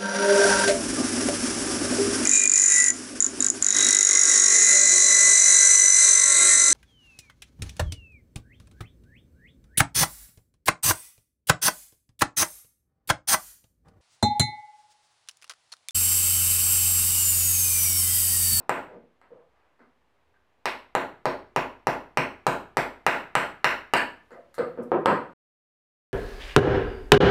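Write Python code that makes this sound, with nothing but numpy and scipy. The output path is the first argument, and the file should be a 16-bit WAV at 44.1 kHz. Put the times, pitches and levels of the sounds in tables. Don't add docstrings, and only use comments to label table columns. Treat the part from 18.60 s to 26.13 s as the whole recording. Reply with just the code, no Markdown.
import sys
import numpy as np
from scipy import signal
from scipy.fft import rfft, irfft
from scipy.io import wavfile

SR = 44100
rng = np.random.default_rng(int(sys.argv[2]) if len(sys.argv) > 2 else 0)


def dump(signal):
    limited = np.clip(np.atleast_2d(signal).T, -1, 1)
    pcm = np.round(limited * 32767).astype(np.int16)
    wavfile.write(sys.argv[1], SR, pcm)


def volts_from_decibels(level):
    exponent = np.asarray(level, float) / 20
    return 10 ** exponent


N = 332073
LEAD = SR // 2

# start_s, peak_db, contact_hardness_db, bite_into_grain_db, beam_boom_db
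MALLET_BLOWS = [(0.0944, -10, -2.5, -3, -42), (2.0562, -16.5, 3.5, -18, -58.5),
                (2.3512, -14, -3.5, -6, -47.5), (2.6554, -15.5, -3, -28.5, -33),
                (2.962, -13.5, -4.5, -19.5, -28.5), (3.2701, -14, -0.4, -10, -28.5),
                (3.5727, -12, -1.5, -16.5, -26.5), (3.8668, -13, 1.1, 0.5, -25),
                (4.17, -14, 1.3, -1.8, -29), (4.4652, -12, 4, 2.5, -34.5), (4.7529, -13, 4.5, 5.5, -32.5),
                (5.0442, -13, 6, -1.4, -37), (5.3365, -15.5, 5.5, 2.5, -43)]
EARLIER_BLOW_S, EARLIER_BLOW_DB = -.205, -11
# pitch_hz, level_db, t60_s
WOOD_MODES = [(96.6, -3, 0.1), (207, -10, 0.009), (250, 2, .05), (357.3, 5, .06), (640, -14.5, 0.034),
              (826, -10, 0.011), (866, 2, 0.011), (978, -3.5, 0.015), (1232, -0.5, 0.0079),
              (1930, 10.5, 0.0033), (2200, 9.5, 0.0025), (2758, 9.5, 0.0036), (4196, 20, 0.0014),
              (5600, 9, 0.0025), (7140, 3, 0.0023), (7820, 10, 0.0019), (11400, -9, 0.0066),
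              (12740, -12.5, .002)]
# pitch_hz, level_db, t60_s
BEAM_BOOM_MODES = [(132.5, -1.5, 0.22), (163, -2.5, 0.2), (371, -5, 0.24)]
# start_s, pitch_hz, level_db, t60_s
BLADE_RINGS = [(.094, 7000, -45.5, .04), (2.056, 8180, -50, .02), (2.656, 5430, -42, .05),
               (2.962, 5480, -42, .045), (3.270, 5500, -45, .04), (3.573, 5500, -43, .04),
               (4.170, 5500, -44, .05), (4.753, 5200, -48, .05), (4.753, 8200, -45, .045),
               (4.753, 4130, -45.5, .04), (5.340, 1750, -23, .045), (5.373, 1780, -28, .05),
               (5.340, 990, -24.5, .06), (5.372, 4480, -32.5, .015), (5.368, 8080, -38, .035),
               (5.376, 8200, -42, .02), (5.342, 1880, -29, .02), (5.374, 2480, -32, .012),
               (5.376, 1670, -28, .03), (5.372, 10940, -47, .008), (5.986, 4300, -44.5, .008),
               (5.986, 8300, -51, .01), (1.742, 1580, -62, .02)]
# pitch_hz, level_db, t60_s
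BENCH_MODES = [(170, -8.5, 0.046), (248, -11, 0.14), (356, 1.5, 0.037), (474.5, 3, 0.054), (541, 9, 0.015),
               (757, -2.5, 0.035), (970, 6.5, .012), (1210, -1, 0.039), (1500.2, 7.5, 0.0046),
               (2080, 0, 0.015), (2750, -5, 0.0036), (3560, 1, 0.0036), (4300, 2, 0.0048),
               (6000, 0, 0.0012), (7880, -0.5, 0.0034), (11340, -11, 0.0045), (14010, -28, .002)]
# start_s, peak_db, thud_db, hardness_db, hollow_note_db
NEAR_KNOCKS = [
    (.615, -54.5, -8, 0.5, -20),
    (5.943, -62, -15.5, 9, -15.5),
    (6.3177, -22, -2, -21, -11.5),
    (6.4586, -18.5, -14.5, -2, -1),
]
# start_s, peak_db, thud_db, hardness_db, hollow_note_db
FAR_KNOCKS = [
    (.356, -58, 11, -17, 8.5),
    (.705, -54, 1, -18, 4.5),
    (.785, -58, -12, -19, -3),
    (1.193, -50.5, -2.5, -4.5, -12),
    (5.707, -51.5, 3, -0.5, 5.5),
    (5.981, -31.5, 1.2, -3, 5),
    (6.175, -38.5, 0.5, -14, 4),
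]
# start_s, length_s, level_db, centre_hz, width_hz
WOOD_SCRAPES = [(0.259, 0.13, -59, 488, 402), (0.305, 0.06, -64.5, 170, 120), (0.713, 0.079, -68, 520, 400),
                (0.843, 0.31, -79.5, 750, 880), (5.363, 0.02, -60, 2200, 1980),
                (5.599, 0.22, -97, 10850, 4040), (5.712, 0.023, -85, 7270, 1500),
                (5.734, 0.057, -62, 580, 250), (5.703, 0.048, -75, 1860, 300),
                (5.939, 0.022, -66.5, 8700, 12000), (6.033, 0.11, -93, 11500, 5000),
                (6.22, 0.024, -76.5, 8800, 10990), (6.39, 0.047, -92, 10000, 6000)]
# pitch_hz, level_db, t60_s
LEG_MODES = [(42.2, 1.5, 0.72), (62.6, -8.5, 0.82), (92, -4, 0.87)]
# start_s, level_db
SET_DOWN_SWAY = [
    (6.318, -62.5),
    (6.458, -65.5),
]
# band_hz, t60_s
ROOM_T60 = [(60, 0.4), (160, 0.5), (420, 0.38), (1100, 0.36), (2900, 0.36), (7700, 0.28), (14000, 0.34)]
# band_hz, level_db
ROOM_COLOUR = [(60, -12), (200, 1.5), (500, 1.5), (1000, -3.5), (2000, 3), (4000, -3), (8000, -7.5),
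               (15000, -6.5)]
# delay_s, level_db
NEAR_ECHOES = [(.0024, -8), (.0045, -16.5), (.0068, -14.5), (0.01, -8.5), (0.012, -11)]
# pitch_hz, level_db per Hz
HUSH_COLOUR = [(35, -19.5), (60, 7), (144, -5.5), (295, -3.5), (408, -2.5), (679, -4), (1080, -4),
               (1330, -8), (1750, -8.5), (2840, -14), (5680, -26.5), (15000, -36.5)]
HUSH_DB = -72

THUD_DB, LOW_BODY_DB, CRACK_DB, TICK_DB, SIZZLE_DB = -25.5, -6, -13, -24, -18.5
THUD_PER_HARD, TICK_PER_HARD, LOW_PER_BITE, SIZZLE_PER_BITE = -0.98, 0.87, -0.3, 0.36
TOUCH_LOSS_DB = 3.5
SWAY_DB, SWAY_PER_BOOM, SWAY_LATE_S = -46, 0.26, .012
KNOCK_TICK_DB, KNOCK_TICK_PER_HARD, KNOCK_MID_PER_HARD = -5, 1.86, 0.451
MALLET_CUT_HZ, BENCH_CUT_HZ, LEGS_CUT_HZ = 2500, 2200, 150
ECHO_CUT_HZ = 7900
MIC_LOW_HZ, MIC_HIGH_HZ, MIC_OFFSET = 94, 15300, .0003
END_S = 6.735


def mallet():
    earlier = (EARLIER_BLOW_S, EARLIER_BLOW_DB, *MALLET_BLOWS[0][2:])
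    s, peak, hard, bite, boom = np.transpose([earlier] + list(MALLET_BLOWS))
    shares = [THUD_DB + THUD_PER_HARD * hard,
              LOW_BODY_DB + LOW_PER_BITE * bite,
              0,
              bite,
              CRACK_DB + hard,
              TICK_DB + TICK_PER_HARD * hard,
              SIZZLE_DB + SIZZLE_PER_BITE * bite]

    def level_db(hz):
        return peak + shares[np.searchsorted([500, 750, 1150, 1500, 3400, 6500], hz)]

    body = [mode for mode in WOOD_MODES if mode[0] < 2500]
    edge = [mode for mode in WOOD_MODES if mode[0] >= 2500]
    knock = soft(struck(s + .0001, lambda hz: level_db(hz) - 4, body, 2.5, facing), MALLET_CUT_HZ)
    treble_turns, treble_facing = [struck(s + .0003, lambda hz: level_db(hz) - 6.5, edge, 0.9, signs)
                          for signs in (taking_turns, facing)]
    touch_delays = np.cumsum(rng.uniform(.0001, .0006, (len(s), 4)), axis=1).T
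    for k, late in enumerate(touch_delays):
        knock += struck(s + late, lambda hz: level_db(hz) - 7.0 - TOUCH_LOSS_DB * k, edge, 3.6, facing)
    push = struck(s + 0.0069, lambda hz: boom - 3.0, BEAM_BOOM_MODES, 2, lambda k, hz: (-1) ** k)
    rock = sway(s + SWAY_LATE_S, SWAY_DB + SWAY_PER_BOOM * boom, LEG_MODES)
    return knock, treble_turns, treble_facing, push, rock


def blade():
    return sum(struck([s], lambda hz: 0, [mode], 0, facing) for s, *mode in BLADE_RINGS)


def bench(knocks):
    s, peak, thud, hard, hollow = np.transpose(knocks)
    shares = [thud, hollow, 0, KNOCK_MID_PER_HARD * hard, hard, KNOCK_TICK_DB + KNOCK_TICK_PER_HARD * hard]

    def level_db(hz):
        return peak + shares[np.searchsorted([400, 600, 1100, 1500, 3400], hz)] - 4

    low = [mode for mode in BENCH_MODES if mode[0] < 1500]
    high = [mode for mode in BENCH_MODES if mode[0] >= 1500]
    thuds = soft(struck(s, level_db, low, 3.5, facing), BENCH_CUT_HZ)
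    return thuds + struck(s, level_db, high, 1.5, taking_turns)


def scrapes():
    out = np.zeros(LEAD + N)
    for s, length, db, hz, width_hz in WOOD_SCRAPES:
        n, at = round(length * SR), LEAD + round(s * SR)
        chance, push, size = rng.random((3, SR // 2))[:, :n]
        slips = (chance < 4000 / SR) * (push - .5)
        rubbed = slips * volts_from_decibels(-2.5 * np.log(size + 1e-9)) * np.sqrt(np.hanning(n))
        r = np.exp(-np.pi * width_hz / SR)
        w = 2 * np.pi * min(hz, .4 * SR) / SR
        for twice in range(2):
            rubbed = signal.lfilter([1, 0, -1], [1, -2 * r * np.cos(w), r * r], rubbed)
        out[at:at + n] += volts_from_decibels(db) * rubbed / rubbed.std()
    return out


def sway(s, level_db, modes):
    return soft(struck(s, lambda hz: level_db, modes, 1.5, facing), LEGS_CUT_HZ)


def struck(times, level_db, modes, scatter_db, polarity):
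    at = LEAD + np.round(np.asarray(times) * SR).astype(int)
    luck = rng.standard_normal((len(at), len(modes)))
    out = 0
    for k, (hz, db, t60) in enumerate(modes):
        clicks = np.zeros(LEAD + N)
        np.add.at(clicks, at, polarity(k, hz) * volts_from_decibels(level_db(hz) + db + scatter_db * luck[:, k]))
        out = out + ring(clicks, hz, t60)
    return out


def ring(clicks, hz, t60):
    r, w = volts_from_decibels(-60 / (t60 * SR)), 2 * np.pi * hz / SR
    return signal.lfilter([0, np.sin(w)], [1, -2 * r * np.cos(w), r * r], clicks + 1e-18)


def soft(x, cut_hz):
    return signal.sosfilt(signal.butter(2, cut_hz, fs=SR, output="sos"), x)


def facing(k, hz):
    return 1 if 500 < hz < 1500 else -1


def taking_turns(k, hz):
    return (-1) ** (k + 1)


def room(x, scattered, direct_db, wet_db, build_s):
    t = np.arange(SR) / SR
    white = rng.standard_normal((2, SR))
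    edges = 30 * 2 ** np.arange(0, 9.6, .5)
    tail = 0
    for k, (low, high) in enumerate(zip(edges, edges[1:])):
        hz = np.sqrt(low * high)
        band = signal.sosfilt(signal.butter(2, [low, high], "band", fs=SR, output="sos"), white[k % 2])
        tail = tail + band * volts_from_decibels(at_hz(ROOM_COLOUR, hz) - 60 * t / at_hz(ROOM_T60, hz))
    near = np.zeros(SR // 20)
    for delay, db in NEAR_ECHOES:
        near[round(delay * SR)] = volts_from_decibels(db)
    near = signal.lfilter(*signal.butter(1, ECHO_CUT_HZ, fs=SR), near)
    near[0] += 1
    late = volts_from_decibels(wet_db) * tail * (1 - np.exp(-t / build_s))
    close_sound = volts_from_decibels(direct_db) * signal.oaconvolve(x, near)[:len(x)]
    return close_sound + signal.fftconvolve(scattered, late)[:len(x)]


def at_hz(points, hz):
    table_hz, values = np.transpose(points)
    return np.interp(np.log(hz), np.log(table_hz), values)


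def shop_air():
    hz = np.fft.rfftfreq(N, 1 / SR) + 1
    hush = irfft(rfft(rng.standard_normal(N)) * volts_from_decibels(at_hz(HUSH_COLOUR, hz)), N)
    return volts_from_decibels(HUSH_DB) * hush / hush.std()


def scene():
    knock, treble_turns, treble_facing, push, rock = mallet()
    small = blade() + scrapes()
    near, far = bench(NEAR_KNOCKS), bench(FAR_KNOCKS)
    stance = np.sin(2 * np.pi * .9 * np.arange(LEAD + N) / SR)
    tools = push + room(knock + small, knock + treble_turns + small, direct_db=1.5, wet_db=-24, build_s=0.001)
    moving = knock * stance + volts_from_decibels(2.5) * treble_facing
    tools += room(knock, moving, direct_db=-41.5, wet_db=-29.5, build_s=0.0049)
    tools += room(near, near, direct_db=0.5, wet_db=-21.5, build_s=0.012)
    tools += room(far, far, direct_db=-6.5, wet_db=-21.5, build_s=0.011)
    tools = signal.sosfilt(signal.butter(2, MIC_LOW_HZ, "high", fs=SR, output="sos"), tools)
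    tools += rock + sway(*np.transpose(SET_DOWN_SWAY), LEG_MODES[1:])
    return (tools[LEAD:] + shop_air())[None]


def top_cut(x):
    return signal.sosfilt(signal.butter(12, 17040, fs=SR, output="sos"), x)


def record(dry):
    t = np.arange(N) / SR
    over_db = np.maximum(20 * np.log10(np.abs(dry[0]) + 1e-9) + 15.2, 0)
    held_db = np.maximum.accumulate(over_db + 119.11 * t) - 120.8 * t
    keep = np.exp(-1 / (.003 * SR))
    duck_db = -.6 * signal.lfilter([1 - keep], [1, -keep], held_db)
    x = dry * volts_from_decibels(duck_db)
    x = x / (1 + (x / .49) ** 6) ** (1 / 6)
    x = (x + MIC_OFFSET) * np.clip((END_S - t) / 0.0015, 0, 1)
    x = signal.sosfilt(signal.butter(8, MIC_HIGH_HZ, fs=SR, output="sos"), x)
    return top_cut(x)


dry = scene()
out = record(dry)
dump(out)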